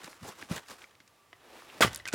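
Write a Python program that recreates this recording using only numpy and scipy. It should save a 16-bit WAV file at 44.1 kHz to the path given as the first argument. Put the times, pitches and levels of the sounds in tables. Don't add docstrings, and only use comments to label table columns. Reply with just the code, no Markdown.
import sys
import numpy as np
from scipy import signal
from scipy.io import wavfile
from scipy.ndimage import uniform_filter1d

SR = 44100
rng = np.random.default_rng(int(sys.argv[2]) if len(sys.argv) > 2 else 0)


def file_out(sig):
    cols = np.atleast_2d(sig).T
    lim = np.clip(cols, -1, 1)
    pcm = np.round(lim * 32767).astype(np.int16)
    wavfile.write(sys.argv[1], SR, pcm)


def gain_from_decibels(decibels):
    exponent = np.asarray(decibels, float) / 20
    return 10 ** exponent


N = 94770

CLICK_S = 2e-5


def rms_one(x):
    return x / np.sqrt(np.mean(x ** 2) + 1e-20)


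def band(x, low_hz, high_hz):
    edges_hz = [low_hz, min(high_hz, 0.45 * SR)]
    return signal.sosfilt(signal.butter(2, edges_hz, "band", fs=SR, output="sos"), x)


def ring(x, hz, t60):
    radius = gain_from_decibels(-60 / (t60 * SR))
    angle = 2 * np.pi * hz / SR
    return signal.lfilter([0, np.sin(angle)], [1, -2 * radius * np.cos(angle), radius ** 2], x + 1e-18)


def add(out, s, x):
    i = int(s * SR)
    out[i:i + len(x)] += x[:N - i]


def grains(per_s, size_db):
    happens = rng.random(N) < per_s / SR
    size = gain_from_decibels(size_db * np.minimum(rng.exponential(1, N), 5))
    return happens * size * rng.choice([-1, 1], N)


def drift(rate_hz):
    r = np.exp(-2 * np.pi * rate_hz / SR)
    return rms_one(signal.lfilter([1], [1, -2 * r, r * r], rng.standard_normal(N)))


def coloured(sources, spectrum):
    hz, db = np.transpose(spectrum)
    parts = np.zeros((4, N))
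    edges = 22.1 * 2 ** np.arange(0, 9.6, 0.5)
    for k, (low, high) in enumerate(zip(edges, edges[1:])):
        centre = np.sqrt(low * high)
        gain = gain_from_decibels(np.interp(np.log(centre), np.log(hz), db))
        part = int(centre > 250) + int(centre > 900) + int(centre > 3800) - 2
        parts[part] += gain * band(sources[k % 2], low, high)
    return parts


def stroke(rows, parts, fade_s):
    s, *levels = np.transpose(rows)
    t = np.arange(N) / SR
    fade_in = np.clip((t - s[0]) / 0.00026 + 1, 0, 1)
    fade_out = np.clip((s[-1] - t) / fade_s + 1, 0, 1)
    shaped = sum(rms_one(part) * gain_from_decibels(np.interp(t, s, db)) for part, db in zip(parts, levels))
    return fade_in * fade_out * shaped


def yard():
    # frequency in Hz, relative level in dB.
    wash_spectrum = [(15, -53), (25, -25), (87, -5.5), (166, -15), (659, -13), (911, -13), (1040, -19),
                     (1130, -15), (1520, -16), (14800, -31), (16000, -22)]
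    wash_db, hum_db, whine_db = -65.5, -75.5, -88
    hum_hz, hum_half_width_hz, whine_hz = 1170, 22, 13700
    wash = rms_one(coloured(rng.standard_normal((2, N)), wash_spectrum).sum(axis=0))
    hum = rms_one(band(rng.standard_normal(N), hum_hz - hum_half_width_hz, hum_hz + hum_half_width_hz))
    whine = np.sin(2 * np.pi * whine_hz * np.arange(N) / SR)
    return gain_from_decibels(wash_db) * wash + gain_from_decibels(hum_db) * hum + gain_from_decibels(whine_db) * whine


def air_buffet(near):
    level_db, follow_power = -63, 0.57
    stir = (uniform_filter1d(np.abs(near), size=2000) + 1e-6) ** follow_power
    air = rms_one(band(rng.standard_normal(N), 18, 59))
    return gain_from_decibels(level_db) * rms_one(stir) * air


def scuffs():
    # time in seconds, then the levels of middle, treble, bass
    # and low middle in dB, the bass before its ceiling.
    scuff_curve = [(0.0, -56, -62, -65, -51), (0.016, -53, -59.5, -66, -59.5),
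                   (0.046, -53.5, -55.5, -60.5, -53.5), (0.054, -51.5, -54.5, -60.5, -70),
                   (0.08, -47, -55.5, -68, -43), (0.092, -59, -57, -72, -61), (0.194, -62, -67, -93, -67.5),
                   (0.222, -55, -60, -38, -65), (0.248, -50, -53, -50, -46),
                   (0.288, -50.5, -48.5, -48.5, -46), (0.314, -50.5, -55.5, -73, -53.5),
                   (0.342, -60, -65.5, -65, -66.5), (0.386, -55, -58.5, -73, -58),
                   (0.432, -48.5, -54, -56, -51), (0.452, -61, -64.5, -60, -65.5),
                   (0.478, -67, -67, -76, -65), (0.51, -45, -50, -34, -44), (0.56, -41, -43.5, -48, -44),
                   (0.586, -43.5, -52.5, -53.5, -51.5), (0.608, -69, -66, -77, -64),
                   (0.64, -56.5, -67, -73, -65), (0.67, -66, -65.5, -86, -75.5),
                   (0.706, -46, -49.5, -62, -49.5), (0.762, -62.5, -65.5, -72, -64),
                   (0.814, -60.5, -62.5, -84, -65), (0.844, -58.5, -64.5, -84, -63),
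                   (0.854, -69, -67, -73, -67), (0.9, -66.5, -74, -83, -71)]
    # frequency in Hz, relative level in dB.
    grit_spectrum = [(29, -34), (50, -7), (198, -1), (950, -2), (1150, -4), (2320, -9), (4040, -13),
                     (7210, -15), (16000, -27.5)]
    grains_per_s, grain_size_db = 5000, 2
    clump_rate_hz, clump_db = 70.5, 3
    bass_max_db = -43.5
    rows = [(s, mid, treble, min(bass, bass_max_db), low) for s, mid, treble, bass, low in scuff_curve]
    crushed = [grains(grains_per_s, grain_size_db) * gain_from_decibels(clump_db * drift(clump_rate_hz)) for _ in range(2)]
    return stroke(rows, coloured(crushed, grit_spectrum), fade_s=0.081)


def thuds():
    # start in seconds,
    # relative level in dB, frequency in Hz, 60 dB decay time in seconds.
    blows = [(.043, -45, 170, 0.042), (0.227, -44.5, 129, 0.069), (.427, -41.5, 288, 0.035),
             (0.511, -18.5, 169, 0.028), (1.005, -59, 273, 0.039), (1.3294, -50, 680, 0.015),
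             (1.331, -54, 327, 0.021), (1.8116, -17, 481, 0.016), (1.8473, -13.5, 390, 0.01),
             (1.858, -30.5, 117.4, 0.1), (2.1376, -12, 336, 0.009), (2.1405, -22, 116, 0.072),
             (2.142, -29.5, 480, 0.0066)]
    out = np.zeros(N)
    t = np.arange(int(0.3 * SR)) / SR
    for s, db, hz, t60 in blows:
        swell = 1 - np.exp(-3.0 * hz * t)
        decay = gain_from_decibels(db - 60 * t / t60)
        add(out, s, 2 * decay * swell * np.sin(2 * np.pi * hz * t))
    return out


def ticks():
    # start in seconds, peak level in dB,
    # centre frequency in Hz, 60 dB decay time of the noise in seconds, bandwidth in octaves.
    tick_rows = [(.044, -29.5, 3360, 0.013, 2.2), (.130, -38, 1600, 0.018, 1.4),
                 (0.4257, -31, 2420, 0.011, 1.08), (.489, -49, 1200, 0.027, 2.2),
                 (.664, -52, 2050, 0.017, 1.2), (0.6851, -36.5, 6000, .015, 1),
                 (0.819, -38, 2600, 0.022, 1.1), (.841, -39.5, 2600, 0.013, 1.6),
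                 (.953, -45, 2750, 0.013, 1.6), (1.003, -43.5, 1930, 0.047, 2.2),
                 (1.077, -47.5, 3930, 0.034, 2.2), (1.330, -37, 1500, 0.032, 2),
                 (1.622, -39.5, 980, .012, 1.2), (1.7, -39, 2690, 0.025, 0.66),
                 (1.932, -29, 5960, .012, 3.1), (1.947, -21, 7400, 0.013, 0.9),
                 (1.9595, -31, 5000, 0.0068, 3.9), (1.9601, -19, 9200, 0.0089, 2.5),
                 (1.975, -34, 8870, 0.022, 0.4), (1.998, -42, 2960, 0.024, 0.87),
                 (2.055, -28, 4300, .015, 0.94), (2.077, -26, 7800, 0.022, 2.2),
                 (2.085, -25.5, 6130, 0.019, 0.89), (2.128, -26.5, 5960, 0.028, 0.79),
                 (2.1355, -22, 8200, .02, 1.3)]
    out = np.zeros(N)
    t = np.arange(2048) / SR
    for s, db, hz, t60, width in tick_rows:
        burst = rng.standard_normal(len(t)) * gain_from_decibels(-60 * t / t60) + 6.3 * np.exp(-t / CLICK_S)
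        half_width = 2 ** (width / 2)
        x = band(band(burst, hz / half_width, hz * half_width), 110, 12000)
        add(out, s, gain_from_decibels(db) * x / np.abs(x).max())
    return out


def knocks():
    # start in seconds, peak level in dB, # reference mode in Hz, 60 dB decay time of that mode in
    # seconds.
    knock_rows = [(0.4265, -33, 1650, 0.016), (0.842, -41.5, 2290, .025), (1.003, -48.5, 2130, 0.032),
                  (1.329, -47, 2017, 0.073), (1.8219, -18, 1544, 0.045), (1.8325, -12.5, 1170, 0.057),
                  (1.8745, -26.5, 2014, 0.038), (1.879, -26, 2040, .02), (2, -37, 1970, 0.04),
                  (2.0548, -29.5, 2070, 0.046), (2.067, -33, 1576, 0.043), (2.076, -28.5, 2470, .025),
                  (2.086, -28, 2470, .02), (2.096, -40, 2360, 0.017), (2.127, -30.5, 1464, 0.032),
                  (2.134, -28, 1550, 0.014)]
    # ratio to the reference mode, relative level in dB.
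    piece_modes = [(1, 0), (.93, -7), (.62, -12), (1.45, -11), (2.02, -13), (2.75, -13)]
    out = np.zeros(N)
    t = np.arange(4096) / SR
    for s, db, hz, t60 in knock_rows:
        rattle = 0.13 * rng.standard_normal(len(t)) * np.exp(-t / 0.0021)
        contact = np.exp(-t / CLICK_S) + rattle
        x = sum(gain_from_decibels(g) * ring(contact, hz * k, t60 / np.sqrt(k)) for k, g in piece_modes)
        add(out, s, gain_from_decibels(db) * x / np.abs(x).max())
    return out


def jacket():
    # time in seconds, then the levels of middle, treble,
    # bass and low middle in dB.
    swing_curve = [(1.35, -65, -78, -86, -78), (1.368, -73, -73, -85, -66), (1.386, -68, -82, -75, -81),
                   (1.418, -65, -73, -82, -63), (1.456, -62.5, -69.5, -80, -61),
                   (1.562, -56, -62, -72, -53), (1.608, -56, -62, -75, -63), (1.672, -58.5, -64, -69, -60),
                   (1.688, -55.5, -64, -78, -59.5), (1.785, -55.5, -59.5, -61, -54.5)]
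    # frequency in Hz, relative level in dB.
    cloth_spectrum = [(29, -58), (50, -28), (70, -8), (218, -9), (298, -1), (863, -4.5), (1150, -5),
                      (2810, -9.5), (16000, -26.5)]
    crinkles = [grains(per_s=8000, size_db=3.7) for _ in range(2)]
    return stroke(swing_curve, coloured(crinkles, cloth_spectrum), fade_s=0.06)


def split():
    # time in seconds, then the levels of middle, treble,
    # bass and low middle in dB.
    tear_curve = [(1.8072, -25, -29, -30, -18.5), (1.813, -26, -29, -37, -26.5),
                  (1.819, -27.5, -28.5, -44, -30), (1.825, -17.5, -28.5, -34.5, -37),
                  (1.836, -24.5, -29, -44, -33.5), (1.845, -25.5, -35, -28, -32),
                  (1.856, -36.5, -40.5, -39.5, -36.5), (1.885, -45, -47, -42.5, -58),
                  (1.90, -49.5, -58.5, -54, -49), (1.96, -50, -55, -62, -59.5),
                  (2.0, -60.5, -63.5, -77, -62), (2.052, -63, -74, -84, -65), (2.058, -54.5, -58, -84, -64),
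                  (2.09, -45.5, -51, -85, -63), (2.118, -67, -76, -72, -64), (2.126, -45, -58, -61, -71),
                  (2.138, -38, -43, -45, -34.5), (2.149, -32, -47, -43, -35)]
    # frequency in Hz, relative level in dB.
    fibre_spectrum = [(29, -47), (50, -10), (337, -6.5), (729, -5.5), (1180, -3), (1330, -8), (1540, -2),
                      (8340, -12.5), (16000, -25)]
    # frequency in Hz, relative level in dB,
    # 60 dB decay time in seconds.
    log_modes = [(346, -20, 0.033), (588, 0, 0.071), (1170, -5.5, 0.066), (1514, 4, 0.02),
                 (1810, -5, 0.011), (1920, 2, 0.023), (2600, -3, 0.025), (3020, 1, 0.0076),
                 (3580, 0, 0.005)]
    snaps_per_s, snap_size_db = 4000, 3.0
    log_db = -8
    snaps = grains(snaps_per_s, snap_size_db)
    other_snaps = grains(snaps_per_s, snap_size_db)
    middle, treble, bass, low = coloured([snaps, other_snaps], fibre_spectrum)
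    rings = []
    for hz, db, t60 in log_modes:
        struck = ring(snaps * rng.standard_normal(N), hz, t60)
        rings.append(gain_from_decibels(log_db + db) * rms_one(struck))
    low = rms_one(low) + sum(rings[:2])
    middle = rms_one(middle) + sum(rings[2:])
    return stroke(tear_curve, (middle, treble, bass, low), fade_s=0.01)


def ground():
    start_s, level_db, centre_hz, t60_s = 1.89, -45, 60, 0.5
    t = np.arange(N) / SR - start_s
    noise = rms_one(band(rng.standard_normal(N), centre_hz / 1.4, centre_hz * 1.8))
    onset = np.clip(t / 0.0087, 0, 1)
    return noise * onset * gain_from_decibels(level_db - 60 * np.abs(t) / t60_s)


def with_echoes(near):
    # delay in seconds, level in dB.
    reflections = [(.006, -26.5), (0.015, -24.5), (.031, -21), (.058, -45)]
    out = near.copy()
    dull = band(near, 225, 9000)
    for delay_s, db in reflections:
        add(out, delay_s, gain_from_decibels(db) * dull)
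    return out


def scattered(near):
    t = np.arange(700) / SR
    smear = rng.standard_normal(len(t)) * np.exp(-t / 0.0044)
    return np.convolve(near, smear / np.linalg.norm(smear))[:N]


def scene():
    side_db, yard_side_db = -18.5, -16
    pan_db, yard_pan_db = -0.36, -1.2
    near = scuffs() + thuds() + ticks() + knocks() + jacket() + split() + ground()
    mid = with_echoes(near)
    side = gain_from_decibels(side_db) * scattered(near) + gain_from_decibels(yard_side_db) * yard()
    left = (mid + side) * gain_from_decibels(pan_db / 2) + air_buffet(near)
    right = (mid - side) / gain_from_decibels(pan_db / 2)
    far = yard() * gain_from_decibels(yard_pan_db * np.array([[0.5], [-0.5]]))
    return np.array([left, right]) + far


def top_cut(x):
    return signal.sosfilt(signal.butter(12, 16820, fs=SR, output="sos"), x)


def record(dry):
    mix = band(dry, low_hz=73, high_hz=17000)
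    return top_cut(mix)


dry = scene()
out = record(dry)
file_out(out)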